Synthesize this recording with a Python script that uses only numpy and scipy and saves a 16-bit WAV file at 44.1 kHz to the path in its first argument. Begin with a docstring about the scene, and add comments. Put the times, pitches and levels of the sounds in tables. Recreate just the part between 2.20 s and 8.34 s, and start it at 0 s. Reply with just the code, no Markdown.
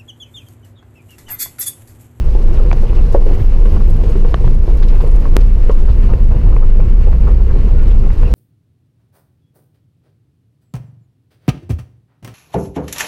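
"""A car rolls slowly along a gravel forest road, heard inside. From the start the cabin air booms, the tyres
roar and crunch, and bumps knock the trim; a limiter ducks the rest slightly with the boom. At 0.5 s flung
stones hit the underbody; rubbing trim squeaks, then knocks hardest at 0.95 s. Near 2 s metal jingles faintly
and loose plastic ticks hard; small things rustle, and at 3.2 s the sound jumps in a sharp click. The roar
slowly yields to body rumble; near 5.5 s the suspension thumps and a low drone peaks."""
import sys
import numpy as np
from scipy import signal
from scipy.fft import rfft, irfft, next_fast_len
from scipy.io import wavfile
from scipy.ndimage import uniform_filter1d, minimum_filter1d, map_coordinates

SR = 44100
rng = np.random.default_rng(int(sys.argv[2]) if len(sys.argv) > 2 else 0)


def wav_out(sig):
    """Save sig, one row per channel (or a flat mono array), as 16-bit PCM at SR to the path in sys.argv[1]."""
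    wavfile.write(sys.argv[1], SR, np.round(np.clip(np.atleast_2d(sig).T, -1, 1) * 32767).astype(np.int16))


N = 270769
TIME_S = np.arange(N) / SR
FROM_MIDDLE_S = TIME_S - TIME_S.mean()
TOP_HZ = 15750

# brief swells and dips of tyre noise and body rumble, scaled per layer: t/s, relative level/dB
ROLLING_LEVEL = [(0.0, -2.5), (0.2, -0.6), (.33, -0.5), (.41, -0.5), (.6, 0), (.76, -0.5), (.86, 0),
                 (1.1, 1), (1.33, -0.95), (1.5, 1.5), (1.7, -0.6), (2.08, 0), (2.19, -0.5), (2.27, 1.8),
                 (2.4, -3.5), (2.5, 0), (2.6, -0.6), (2.82, 0.5), (3.0, -0.5), (3.14, 1.8), (3.33, -2.5),
                 (3.5, 0.8), (3.75, -1), (3.9, 0.5), (4.02, -1.2), (4.14, -0.6), (4.4, 0.9), (4.5, -0.6),
                 (4.6, -0.1), (4.88, -0.2), (4.97, -0.4), (5.08, 1), (5.24, -1), (5.35, 0.4), (5.6, 0.7),
                 (5.8, -0.2), (6.1, 0.5)]
# level curves: t/s, level/dB
CRACKLE_LEVEL = [(0, -69), (.3, -67), (1.8, -65), (2.15, -71), (2.9, -62), (3.3, -67), (3.7, -65),
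                 (4.1, -73), (6.1, -71)]
HISS_LEVEL = [(0, -53), (1.6, -53.5), (3.6, -55), (4.1, -58), (5.4, -59), (6.1, -54)]
DRONE_LEVEL = [(0, -18), (2.7, -14), (4.8, -13.5), (5.6, -7.5), (5.85, -13.5)]
# noise spectra: f/Hz, relative density/dB
CRACKLE_SPECTRUM = [(4500, -20), (6500, 0.5), (9500, -2), (13700, 2.5), (15000, -8)]
ROAR_SPECTRUM = [(150, -23.5), (270, -3.5), (330, 2.5), (380, 2.5), (425, 0.5), (485, 1.5), (560, -6),
                 (700, -11.5), (1100, -14.5), (1500, -36.5), (2500, -44)]
CRUNCH_SPECTRUM = [(500, -11.5), (1200, 6), (1700, 2.5), (2200, 1), (2850, 0.5), (3400, -10.5), (4400, -8),
                   (5600, -18), (7500, -19), (14000, -29.5)]
HISS_SPECTRUM = [(2500, 6.5), (5500, 5.5), (8000, -5), (10000, -2.5), (13700, -8), (15500, -13.5)]
BOOM_SPECTRUM = [(5, -38.5), (12, -23), (18, 4.5), (24, 3), (33, -1), (42, -1), (60, -19)]
DRONE_SPECTRUM = [(32, -29), (44, -2), (53, 0), (64, -6.5), (76, -16.5), (120, -26)]
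BODY_SPECTRUM = [(40, -41), (70, -1.5), (88, -1), (108, -12.5), (140, -8), (170, -16.5), (215, -15),
                 (280, -28), (450, -61.5)]
# resonances: f/Hz, relative level/dB, t60/s
METAL_MODES = [(6573, 0, 0.11), (8200, -3, 0.17)]
UNDERBODY_MODES = [(720, 0, 0.0077), (1070, -0.5, 0.0097), (1470, -7, 0.0089), (1940, -5.5, 0.0059),
                   (2530, -10, 0.011), (5000, -16, 0.0047)]
PLASTIC_MODES = [(465, -12, 0.028), (660, 1.5, 0.011), (1090, -0.5, 0.012), (1440, -13, 0.0099),
                 (1660, -16.5, 0.01), (2850, -16.5, 0.0077), (3380, -19.5, 0.0026), (6100, -21, 0.0028)]
TRIM_MODES = [(445, 9.5, 0.022), (560, -8.5, 0.034), (696, -7.5, 0.014), (938, -10, 0.038),
              (1108, -8, 0.027), (1280, -19, 0.015), (1820, -28, 0.019), (2790, -24, 0.024)]
DASH_CAVITY_MODES = [(382, -27, 0.25), (472.3, -18, 0.19)]
# noise bursts: t/s, level/dB, upper band edge/Hz, nominal length/s
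CABIN_RUSTLES = [(.225, -57, 12000, .007), (.335, -59, 14000, .012), (.613, -55, 13000, 0.0099),
                 (.92, -53, 13500, 0.011), (1.46, -54, 13000, .009), (1.701, -51, 13500, .01),
                 (1.97, -57, 11000, 0.0067), (2.344, -52, 14500, .005), (2.571, -52, 13000, 0.004),
                 (2.683, -53, 12500, 0.0065), (2.873, -49.5, 11500, .006), (2.912, -51, 12000, .005),
                 (2.957, -51, 11500, .007), (3.514, -45.5, 7500, .003)]
GRAVEL_SCUFFS = [(.368, -45, 3400, 0.013), (.38, -39, 1400, 0.027), (.5285, -33.5, 6150, 0.0031),
                 (.743, -52, 5200, 0.023), (.918, -49, 6500, 0.02), (1.125, -47.5, 2920, 0.028),
                 (1.19, -44, 2800, 0.021), (1.452, -36.5, 1300, 0.011), (1.455, -41.5, 3280, 0.0097),
                 (1.56, -36, 1300, 0.015), (1.6, -38, 1300, .012), (2.245, -46, 3200, 0.016),
                 (2.622, -34.5, 1700, 0.01), (2.624, -40, 4930, 0.013), (2.681, -41.5, 5300, 0.015),
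                 (2.695, -45, 2800, 0.023), (2.797, -34.5, 1250, 0.016), (2.8, -45.5, 4500, 0.015),
                 (3.04, -43, 1300, 0.02), (3.205, -43.5, 5600, 0.0081), (3.495, -35, 1900, 0.009),
                 (3.648, -48, 3000, 0.016), (3.676, -35, 1290, 0.019), (3.69, -48, 4500, .014),
                 (3.885, -38, 1280, 0.032), (4.108, -33.5, 1180, 0.013), (4.255, -38.5, 1100, 0.019),
                 (4.322, -38, 1300, 0.013), (4.42, -34, 1320, 0.015), (4.869, -36, 940, 0.024),
                 (5.067, -33, 1270, 0.023), (5.2, -38.5, 1190, .012), (5.298, -39.5, 1480, 0.015),
                 (5.592, -46, 3000, 0.011), (5.702, -43.5, 3800, 0.016), (5.887, -40, 1440, 0.023)]
SUSPENSION_THUMPS = [(1.2, -10, 110, 0.023), (1.45, -20, 210, 0.023), (2.245, -11, 151, 0.019),
                     (3.82, -18, 168, 0.073), (3.83, -29, 432, 0.045), (4.13, -18, 155, .04),
                     (5.52, -3, 117, 0.015)]
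# touches on metal: t/s, level/dB
METAL_TOUCHES = [(1.84, -55), (1.893, -49.5), (2.2, -58), (2.245, -58)]
# rubbing trim: t/s, level/dB, f/Hz, length/s, relative pitch jitter
TRIM_RUBS = [(.662, -45.5, 2670, 0.06, 0.16), (0.753, -44, 2700, 0.057, .055),
             (1.14, -58, 13600, .16, .025), (5.546, -41.5, 1443, 0.11, 0.04),
             (6.048, -40.5, 2630, 0.056, 0.1)]
# impacts: t/s, level/dB, tilt/(dB/octave), contact cutoff/Hz, pitch ratio
PEBBLE_HITS = [(.514, -9.5, 1, 2900, 0.94), (0.529, -10.5, -9, 6000, 1), (.73, -20, -5, 1800, 1),
               (4.3651, -17, 4.5, 2880, 1.02), (5.904, -19.5, 0, 2600, 1.06)]
PLASTIC_HITS = [(2.1431, -1.4, 5, 3900, 1.05), (2.278, -17, 5, 4000, 1.14), (3.055, -16, 1, 1800, 0.89),
                (3.9365, -17, 3, 2600, 0.96), (4.603, -17.5, 9, 1780, 0.84), (4.93, -19, 1, 2600, 1.06),
                (5.08, -21, 4, 2400, 0.57), (6.033, -13, 0, 3000, 0.84)]
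TRIM_HITS = [(0.084, -25, -5, 1500, 1.3), (.151, -15.5, -2, 1400, 0.93), (.402, -19.5, 3, 1400, 1.12),
             (.633, -18, -9, 900, 1.15), (0.946, 0, -1, 1370, 0.99), (0.954, -18, 1, 1200, 0.84),
             (.973, -13, -14, 800, 1), (1.063, -11.5, -9, 1200, 0.97), (1.111, -10.5, -4, 800, 0.86),
             (1.457, -16, -6, 1400, 1.02), (1.837, -14.5, -12, 3000, 1.03), (1.955, -14, -6, 2000, 0.79),
             (2.048, -12.5, -0.5, 1980, 0.99), (2.243, -14, -3, 3000, 1.02), (2.478, -13.5, -1, 1000, 0.9),
             (2.839, -13.5, -8, 900, 1.11), (3.055, -23, 12, 1600, 0.97), (3.167, -13, -9, 1010, 0.95),
             (3.496, -8, -1.5, 2000, 1.06), (3.503, -13.5, 5, 1500, 1), (3.936, -17.5, 10, 2010, 0.97),
             (4.595, -17.5, -1, 790, 1.2), (4.871, -16, 2, 1200, 0.98), (4.3652, -24, -6, 1000, 1.2),
             (5.079, -20.5, 1, 1400, 0.91), (5.838, -24.5, 5, 2000, 1.18)]


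def amp(db):
    """dB to gain."""
    return 10 ** (np.asarray(db) / 20)


def unit(x):
    """Scale to rms 1."""
    return x / np.sqrt(np.mean(x ** 2) + 1e-20)


def noise():
    """White noise."""
    return rng.standard_normal(N)


def curve(points):
    """Per-sample values from (t/s, value) points."""
    return np.interp(TIME_S, *np.transpose(points))


def wobble(knots_per_s):
    """Smooth random curve."""
    return map_coordinates(rng.standard_normal(int(N * knots_per_s / SR) + 4), [TIME_S * knots_per_s])


def filtered(x, response):
    """Apply a gain given as a function of f/Hz."""
    size = next_fast_len(N + SR // 2)
    return irfft(rfft(x, size) * response(np.fft.rfftfreq(size, 1 / SR)), size)[:N]


def coloured(x, spectrum):
    """Shape x by a spectrum, rolled off past its ends; rms 1."""
    hz, db = np.transpose(spectrum)
    log_hz = np.log(np.r_[hz[0] / 2, hz, hz[-1] * 2])
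    db = np.r_[db[0] - 20, db, -120]
    return unit(filtered(x, lambda f: amp(np.interp(np.log(f + 1e-3), log_hz, db))))


def add(track, start_s, sound):
    """Mix a sound into the track."""
    start = max(round(start_s * SR), 0)
    track[start:start + len(sound)] += sound[:max(N - start, 0)]


def contacts(per_s, spread_db):
    """Random impulses of varying force; rms 1."""
    force = amp(spread_db * np.clip(noise(), -2, 2))
    return unit((rng.random(N) < per_s / SR) * force * np.sign(noise()))


def ringing(modes, length_s):
    """Sum of decaying sines."""
    t = np.arange(round(length_s * SR)) / SR
    return sum(amp(db - 60 * t / t60_s) * np.sin(2 * np.pi * hz * t) for hz, db, t60_s in modes)


def strike(modes, pitch, tilt_db_oct, contact_hz, scatter_db, grit, grit_t60_s, alternate):
    """One blow, peak 1: ringing modes plus a short rattle; soft contact cuts the treble."""
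    t = np.arange(SR // 6) / SR
    modes = np.multiply(modes, [pitch, 1, 1])
    ring = np.zeros(len(t))
    for k, (hz, db, t60_s) in enumerate(modes):
        level_db = db + tilt_db_oct * np.log2(hz / modes[0][0]) + scatter_db * rng.standard_normal()
        polarity = (-1) ** k if alternate else 1
        ring += polarity * amp(level_db - 60 * t / t60_s) * np.sin(2 * np.pi * hz * t)
    rattle = rng.standard_normal(len(t)) * amp(-60 * t / grit_t60_s)
    lowpass = signal.butter(3, min(contact_hz, TOP_HZ), fs=SR, output="sos")
    blow = signal.sosfilt(lowpass, ring / np.abs(ring).max() + grit * rattle)
    return blow / np.abs(blow).max()


def reflections(x, t60_s):
    """Dense echoes off windows and roof, from 4 ms on."""
    t = np.arange(SR // 6) / SR
    tail = rng.standard_normal(len(t)) * amp(-60 * t / t60_s) * (t > .004)
    return signal.fftconvolve(x, tail / np.linalg.norm(tail))[:len(x)]


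def bursts(rows):
    """Rustles, scuffs or thumps: grainy band noise, peaking at half its nominal length."""
    out = np.zeros(N)
    t = np.arange(SR // 2) / SR
    for start_s, db, upper_hz, length_s in rows:
        edges_hz = np.clip([upper_hz / 2.88, upper_hz * 0.98], 50, SR * .45)
        grains = rng.standard_normal(len(t)) * amp(2.4 * rng.standard_normal(len(t)))
        band = unit(signal.sosfilt(signal.butter(3, edges_hz, "band", fs=SR, output="sos"), grains))
        age = 2 * t / length_s
        add(out, start_s, amp(db + 2.0) * band * age * np.exp(1 - age))
    return out


def crackle():
    """Faint flurries of grains in the top octaves."""
    t = np.arange(SR // 30) / SR
    onsets = np.abs(contacts(per_s=49, spread_db=1))
    flurries = signal.fftconvolve(onsets, np.exp(-t / .006))[:N]
    grains = flurries * contacts(per_s=3400, spread_db=2)
    return amp(curve(CRACKLE_LEVEL)) * coloured(grains, CRACKLE_SPECTRUM)


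def jingles():
    """Light touches ring a small piece of metal."""
    out = np.zeros(N)
    ring = ringing(METAL_MODES, length_s=1 / 4)
    for start_s, db in METAL_TOUCHES:
        add(out, start_s, amp(db) * ring)
    return out


def squeaks():
    """Trim rubs on trim: a brief tone, gritty when the slips are uneven."""
    out = np.zeros(N)
    for start_s, db, hz, length_s, jitter in TRIM_RUBS:
        swell = np.sin(np.pi * np.clip((TIME_S - start_s) / length_s, 0, 1))
        slip_hz = hz * (1 + jitter * wobble(700))
        out += amp(db + 3.7 * wobble(160)) * swell * np.sin(2 * np.pi * np.cumsum(slip_hz) / SR)
    return out


def click(at_s, peak, decay_s):
    """A sharp, dry click: an abrupt step in the signal."""
    return peak * np.sign(TIME_S - at_s) * np.exp(-np.abs(TIME_S - at_s) / decay_s)


def pebbles():
    """Stones flung by the tyres snap against the underbody."""
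    out = np.zeros(N)
    for start_s, db, tilt_db_oct, contact_hz, pitch in PEBBLE_HITS:
        blow = strike(UNDERBODY_MODES, pitch, tilt_db_oct, contact_hz,
                      scatter_db=3, grit=0.045, grit_t60_s=0.012, alternate=True)
        add(out, start_s, amp(db) * blow)
    return out


def ticks():
    """Loose plastic strikes hard and rings briefly."""
    out = np.zeros(N)
    for start_s, db, tilt_db_oct, contact_hz, pitch in PLASTIC_HITS:
        blow = strike(PLASTIC_MODES, pitch, tilt_db_oct, contact_hz,
                      scatter_db=1, grit=0.048, grit_t60_s=0.012, alternate=False)
        add(out, start_s, amp(db) * blow)
    return out


def knocks():
    """Bumps knock the dash and door trim; the cavity behind the dash rings on."""
    out = np.zeros(N)
    cavity = ringing(DASH_CAVITY_MODES, length_s=1 / 6)
    for start_s, db, tilt_db_oct, contact_hz, pitch in TRIM_HITS:
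        blow = strike(TRIM_MODES, pitch, tilt_db_oct, contact_hz,
                      scatter_db=5.5, grit=0.19, grit_t60_s=0.052, alternate=True)
        add(out, start_s, amp(db) * (blow + cavity + amp(-6.5) * reflections(blow, t60_s=0.082)))
    return out


def tyres(rolling_db):
    """Stones pass under the tyres in clumps: roar, crunch and hiss, swelling and dipping together."""
    clumps = wobble(34)
    roar = coloured(contacts(per_s=1200, spread_db=2.0) + 0.99 * noise(), ROAR_SPECTRUM)
    stones_per_s = 450 * amp(6.5 * wobble(22.1))
    crunch = coloured(contacts(stones_per_s, spread_db=0.5) + 1.12 * noise(), CRUNCH_SPECTRUM)
    hiss = coloured(contacts(per_s=700, spread_db=2.2) + 1.66 * noise(), HISS_SPECTRUM)
    roar_db = -31 - 0.45 * FROM_MIDDLE_S + 2.2 * rolling_db + 1.5 * clumps
    crunch_db = -45.5 + 1.25 * rolling_db + 0.71 * clumps
    hiss_db = curve(HISS_LEVEL) + rolling_db + 1.6 * wobble(60)
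    return amp(roar_db) * roar + amp(crunch_db) * crunch + amp(hiss_db) * hiss


def body_rumble(rolling_db):
    """The road shakes the body panels; the rumble slowly grows."""
    level_db = -19.5 + 0.32 * FROM_MIDDLE_S + 0.98 * rolling_db + 1.1 * wobble(12)
    return amp(level_db) * coloured(noise(), BODY_SPECTRUM)


def cabin_boom():
    """Cabin air throbs at its lowest resonance, amid a broad boom and a swelling drone."""
    throb_hz = 26.73 * np.exp(0.1489 * wobble(13))
    swing = amp(1.3 * wobble(8))
    throb = unit(swing * np.sin(2 * np.pi * np.cumsum(throb_hz) / SR))
    boom = coloured(noise(), BOOM_SPECTRUM)
    drone = coloured(noise(), DRONE_SPECTRUM)
    return amp(-7.5) * throb + amp(-7) * boom + amp(curve(DRONE_LEVEL)) * drone


def scene():
    """Mono mix at the front seat."""
    rolling_db = curve(ROLLING_LEVEL)
    rolling = cabin_boom() + body_rumble(rolling_db) + tyres(rolling_db)
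    road_hits = bursts(SUSPENSION_THUMPS) + bursts(GRAVEL_SCUFFS) + pebbles()
    cabin_hits = knocks() + ticks()
    small_sounds = bursts(CABIN_RUSTLES) + crackle() + squeaks() + jingles()
    dry_click = click(at_s=3.1671, peak=.66, decay_s=.0018)
    return (rolling + road_hits + cabin_hits + small_sounds + dry_click)[None]


def record(dry):
    """Two-band look-ahead limiter, driven mainly by the boom; then a low-pass."""
    ceiling, hold_samples, split_hz = .98, int(.018 * SR), 140

    def held(gain):
        """Hold and smooth the gain dips."""
        return uniform_filter1d(minimum_filter1d(np.clip(gain, 0, 1), hold_samples), hold_samples)

    bass = filtered(dry[0], lambda hz: 1 / (1 + (hz / split_hz) ** 4))
    upper = dry[0] - bass
    swing = np.abs(bass) + 1e-9
    upper = upper * held(ceiling / swing) ** .5  # ducks by half the bass overshoot in dB
    bass = bass * held((ceiling - np.sign(bass) * upper) / swing)  # also yields to loud knocks
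    return filtered(bass + upper, lambda hz: np.interp(hz, [TOP_HZ - 600, TOP_HZ + 300], [1, 0]))[None]


dry = scene()
out = record(dry)
wav_out(out)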